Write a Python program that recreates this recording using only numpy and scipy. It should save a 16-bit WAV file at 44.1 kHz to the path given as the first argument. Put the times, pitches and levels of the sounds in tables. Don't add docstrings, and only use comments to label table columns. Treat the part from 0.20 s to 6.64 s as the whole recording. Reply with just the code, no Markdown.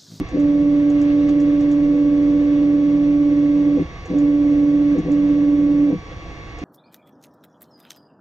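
import sys
import numpy as np
from scipy import signal
from scipy.fft import rfft, irfft, next_fast_len
from scipy.io import wavfile
from scipy.ndimage import uniform_filter1d

SR = 44100
rng = np.random.default_rng(int(sys.argv[2]) if len(sys.argv) > 2 else 0)


def magnitude_from_level(level_db):
    exponent = np.asarray(level_db, float) / 20
    return 10 ** exponent


def output_pcm(signal):
    pcm = np.clip(np.atleast_2d(signal).T, -1, 1) * 32767
    wavfile.write(sys.argv[1], SR, np.round(pcm).astype(np.int16))


N = 284004

# start_s, standstill_s
MOVES = [
    (-1.0, 0.023),
    (0.105, 3.627),
    (3.871, 4.808),
    (4.819, 5.757),
    (6.405, 7.4),
]
# order, level_db (rms), left_minus_right_db, left_lead_rad, extra_when_slow_db
TORQUE_RIPPLE = [(2, -37, -1.8, -.11, 1.5), (4, -15.1, -2.9, -.15, 1.5), (6, -53.5, -1.5, -.1, 6),
                 (8, -35, 2.4, .4, -4), (12, -59, .1, .1, 4.5), (16, -74, .1, .1, 6),
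                 (20, -63, .1, -.5, -6), (24, -68.5, .1, -.3, -6), (40, -72, .1, -.5, -6)]
# pitch_hz, width_hz, level_db
FRAME_MODES = [(72, 40, -21), (110, 14, -22), (150, 16, -13), (166, 14, -3.5), (190, 16, -8),
               (218, 14, -13), (272, 26, -2.5), (305, 22, 0), (338, 24, -11), (375, 24, -10),
               (395, 12, -12), (425, 30, -18), (478, 30, -12), (500, 30, -7), (545, 50, -21),
               (590, 50, -23), (760, 200, -30)]
# pitch_hz, level_db (rms), width_hz
ROLLING_TONES = [(186.3, -39, 1.5), (272.5, -39, 4), (307.5, -34, 4), (378, -52, 2.5), (493.1, -41, 1.2),
                 (507, -48, 1.5)]
# multiple of the turn rate, level_db (rms)
FAN_ORDERS = [(7, -49), (12, -64), (13, -63), (14, -58), (15, -69), (16, -72), (17, -69), (20, -71),
              (21, -62), (22, -73), (27, -77), (28, -70), (29, -79), (35, -65), (41, -81), (42, -77),
              (43, -83)]
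# pitch_hz, level_db (rms)
DRIVE_TONES = [(716, -62), (979.8, -62), (8000, -88), (9520, -96), (10650, -104), (13450, -108)]
# pitch_hz, lead_rad
LEFT_LEAD = [(0, 0), (950, 0.3), (1460, -1.0), (1810, -0.3), (2150, -3.0), (2670, -0.1), (3100, -1.5),
             (3360, 0.8), (3620, -1.1), (4220, -2.3), (4820, -1.6), (5170, -1.6), (5770, 0.1), (7670, -0.0)]
# pitch_hz, left_minus_right_db
STEREO_TILT = [(60, -1.0), (100, -1.0), (180, -1.5), (300, -2.0), (510, -1.5), (880, -1.0), (1500, 1.0),
               (2570, 0.0), (4400, 3.0), (7520, 0.0)]
# pitch_hz, likeness (0-1)
LIKENESS = [(40, .97), (500, .92), (1200, .55), (2200, .75), (4500, .7), (8000, .92), (12000, .97)]
# pitch_hz, level_db (per Hz)
ROOM_NOISE = [(12, -75), (22, -56.5), (58, -55.5), (85, -61), (110, -60), (165, -63), (230, -73),
              (310, -64), (400, -73), (500, -68), (620, -77), (700, -74), (900, -78), (1050, -78),
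              (1250, -79.5), (1450, -87), (1800, -80), (2200, -84), (2500, -86), (2700, -83), (3000, -88),
            (3600, -88), (4200, -93), (5000, -97), (5450, -101), (5700, -92), (6500, -98), (7400, -106),
              (8200, -119), (9300, -129), (9600, -122), (11000, -127), (13200, -136), (13500, -130),
             (15200, -138), (16000, -160)]
# centre_s, level_db, length_s
SCRAPES = [
    (.9, 5, .045),
    (1.093, 6, .012),
    (2.33, 3, .03),
    (5.92, 3, .02),
]
# start_s, level_db (peak), pitch_hz
KNOCKS = [
    (-0.0049, -19, 165),
    (0.235, -27, 85),
    (3.789, -29, 54),
    (3.819, -30, 65),
    (5.914, -34, 503),
    (5.969, -30, 70),
    (6.02, -36, 320),
    (6.06, -37, 330),
    (6.115, -36, 310),
]
# pitch_hz, level_db (over the tick)
KEY_THUD = [(75, 11), (480, 6), (750, 2)]
# press_s, held_s, level_db (peak)
STROKES = [
    (0.0857, .1098, -44),
    (0.6978, .1157, -42),
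    (1.0874, .1123, -41),
    (1.4057, .1063, -42),
    (3.8541, .1292, -42),
    (4.782, .1322, -43),
    (6.3834, .12, -42),
]
# pitch_hz, width_hz, level_db
KEY_MODES = [(900, 800, -7), (2500, 2500, -9), (4700, 900, -6), (6100, 900, -1), (7700, 700, -9),
             (8400, 400, -13), (11000, 700, -7), (14500, 1500, -1)]

CYCLE_HZ = 72.532
FAN_HZ = 160.53


def rms_one(x):
    return x / np.sqrt(np.mean(np.abs(x) ** 2) + 1e-20)


def low_pass(x, hz):
    return signal.sosfilt(signal.butter(4, hz, fs=SR, output="sos"), x)


def at_hz(points, hz):
    p = np.array(points, float)
    return np.interp(np.log(hz + 1), np.log(p[:, 0] + 1), p[:, 1])


def drift(rate_hz):
    r = np.exp(-80 * np.pi * rate_hz / SR)
    chance = rng.standard_normal(N // 40 + 2002)
    slow = signal.lfilter([1], [1, -2 * r, r * r], chance)[2000:]
    return np.interp(np.arange(N) / 40, np.arange(len(slow)), rms_one(slow))


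def response(modes, hz):
    total = 0
    for k, (f, width, db) in enumerate(modes):
        damping = 1j * hz * width
        total = total + (-1) ** k * magnitude_from_level(db) * damping / (f * f - hz * hz + damping)
    return total


def through(x, modes):
    size = next_fast_len(N + SR // 4)
    hz = np.arange(size // 2 + 1) * SR / size
    return irfft(rfft(x, size) * response(modes, hz), size)[..., :N]


def placed(x, pan_db, lag):
    n = np.arange(N)
    left = magnitude_from_level(pan_db / 2) * np.interp(n - lag / 2, n, x)
    right = magnitude_from_level(-pan_db / 2) * np.interp(n + lag / 2, n, x)
    return np.array([left, right])


def feed():
    t = np.arange(N) / SR
    ramp_up_s, ramp_down_s = .063, .062
    speed = 0
    for start, stop in MOVES:
        speed = speed + np.clip(np.minimum((t - start) / ramp_up_s, (stop - t) / ramp_down_s), 0, 1)
    return speed


def stepper(speed):
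    stairs = 7
    cycle = 2 * np.pi * CYCLE_HZ * np.cumsum(np.floor(speed * stairs) / stairs) / SR
    eighth_db = 2.3 - 1.0 * np.cumsum(speed) / SR
    slope = np.gradient(speed)
    load_db = -5.5 * (slope > 0) - 1 * (slope < 0)
    running = np.clip(speed / .3, 0, 1) * magnitude_from_level(uniform_filter1d(load_db, size=200))
    sides = np.array([[.5], [-.5]])
    force = 0
    for (order, db, pan_db, lead, slow_db), start in zip(TORQUE_RIPPLE, rng.random(len(TORQUE_RIPPLE))):
        order = round(order)
        level_db = db + slow_db * 2 * (1 - speed) + eighth_db * (order == 8)
        gain = magnitude_from_level(level_db) * np.sqrt(2) / abs(response(FRAME_MODES, order * CYCLE_HZ))
        phase = order * cycle + lead * sides + 2 * np.pi * start
        force = force + gain * magnitude_from_level(pan_db * sides) * np.sin(phase)
    return running * force


def carriage(speed):
    travel = 2 * np.pi * np.cumsum(speed) / SR
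    ramping = uniform_filter1d(1. * (np.gradient(speed) != 0), size=600)
    rolling = magnitude_from_level(-7.5 + 1.5 * drift(6)) * speed ** .7 * rng.standard_normal(N)
    backlash = magnitude_from_level(-8) * ramping * speed ** .4 * rng.standard_normal(N)
    rumble = low_pass(rolling, 620) + low_pass(backlash, 1100)
    tones = 0
    for hz, db, width in ROLLING_TONES:
        waver = rms_one(1.7 + drift(width) + 1j * drift(width))
        tones = tones + magnitude_from_level(db) * np.sqrt(2) * np.real(waver * np.exp(1j * hz * travel))
    return placed(rumble, -2.5, 3.0), placed(speed ** 3.0 * tones, -2.5, 3.0)


def wide_noise(spectrum):
    size = next_fast_len(N)
    hz = np.arange(size // 2 + 1) * SR / size
    alike, lead = np.clip(at_hz(LIKENESS, hz), 0, 1), at_hz(LEFT_LEAD, hz) / 2
    summed = (1 + alike) * np.cos(lead) ** 2 + (1 - alike) * np.sin(lead) ** 2
    colour = magnitude_from_level(at_hz(spectrum, hz)) * np.sqrt(SR / 2 / summed)
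    knots = np.arange(0, SR / 2 + 50, 35.)
    ripple_db = 3.5 * np.interp(hz, knots, rng.standard_normal(len(knots))) * (hz > 600)
    mid, side = rfft(rng.standard_normal((2, size))) * colour * rms_one(magnitude_from_level(ripple_db))
    mid, side = np.sqrt(1 + alike) * mid, np.sqrt(1 - alike) * side
    turn = np.exp(1j * lead) * magnitude_from_level(at_hz(STEREO_TILT, hz) / 2)
    return irfft([(mid + side) * turn, (mid - side) / turn], size)[:, :N]


def room_and_hand():
    room = wide_noise(ROOM_NOISE) * magnitude_from_level(.7 * drift(6))
    swells = SCRAPES + [(press, 1.8, .15) for press, _, _ in STROKES]
    t = np.arange(N) / SR
    hand_db = sum(db * np.exp(-((t - s) / length) ** 2) for s, db, length in swells)
    middle = signal.sosfilt(signal.butter(2, [900, 6500], "band", fs=SR, output="sos"), room)
    return room + (magnitude_from_level(hand_db) - 1) * middle


def fan_whistle():
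    turns = 2 * np.pi * np.cumsum(1 + .0007 * drift(3.0)) / SR
    out = 0
    for hz, db in [(round(k) * FAN_HZ, db) for k, db in FAN_ORDERS] + DRIVE_TONES:
        lead = at_hz(LEFT_LEAD, hz) / 2 * np.array([[1], [-1]])
        gain = magnitude_from_level(db + .6 * drift(12)) * np.sqrt(2) / max(np.cos(lead[0, 0]), .4)
        out = out + gain * np.sin(hz * turns + lead + 2 * np.pi * rng.random())
    return out * magnitude_from_level([[-.8], [.8]])


def bench_knocks():
    thuds = [(press, db + more_db, hz) for press, _, db in STROKES for hz, more_db in KEY_THUD]
    settles = [(stop + .027, -28, 77) for _, stop in MOVES[:-1]]
    kicks = [(start + .011, -27, 320) for start, _ in MOVES[1:]]
    t = np.arange(SR // 8) / SR
    push = t / .006 * np.exp(1 - t / .006)
    out = np.zeros(N + 2 * SR)
    for s, db, hz in KNOCKS + thuds + settles + kicks:
        out[SR + round(s * SR):][:len(t)] += magnitude_from_level(db) * push * np.sin(2 * np.pi * hz * t)
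    return placed(out[SR:SR + N], -1.5, 2.5)


def keys():
    t = np.arange(SR // 8) / SR
    rattle, ring = np.zeros((2, N + SR))
    rebound = .12 * np.exp(-((t - .022) / .004) ** 2)
    shape = np.exp(-t / .008) + .2 * np.exp(-t / .025) + rebound
    shape = shape * (1 - np.exp(-t / .0012))
    for press, held, db in STROKES:
        # s, extra dB, ring dB
        for s, more_db, ring_db in (press, 0, -1.5), (press + held, 0.1, 1.5):
            burst = magnitude_from_level(db + more_db) * shape * rng.standard_normal(len(t))
            rattle[round(s * SR):][:len(t)] += burst
            ring[round(s * SR):][:len(t)] += burst * magnitude_from_level(ring_db)
    tick = magnitude_from_level(8) * through(rattle[:N], KEY_MODES) + magnitude_from_level(9) * through(ring[:N], [(7000, 350, 0)])
    return placed(low_pass(tick, 7600), -.8, .6)


def scene():
    speed = feed()
    rumble, tones = carriage(speed)
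    machine = through(stepper(speed) + rumble, FRAME_MODES) + tones
    return machine + room_and_hand() + fan_whistle() + bench_knocks() + keys()


def top_cut(x):
    return signal.sosfilt(signal.butter(12, 15350, fs=SR, output="sos"), x)


def record(dry):
    return top_cut(dry)


dry = scene()
out = record(dry)
output_pcm(out)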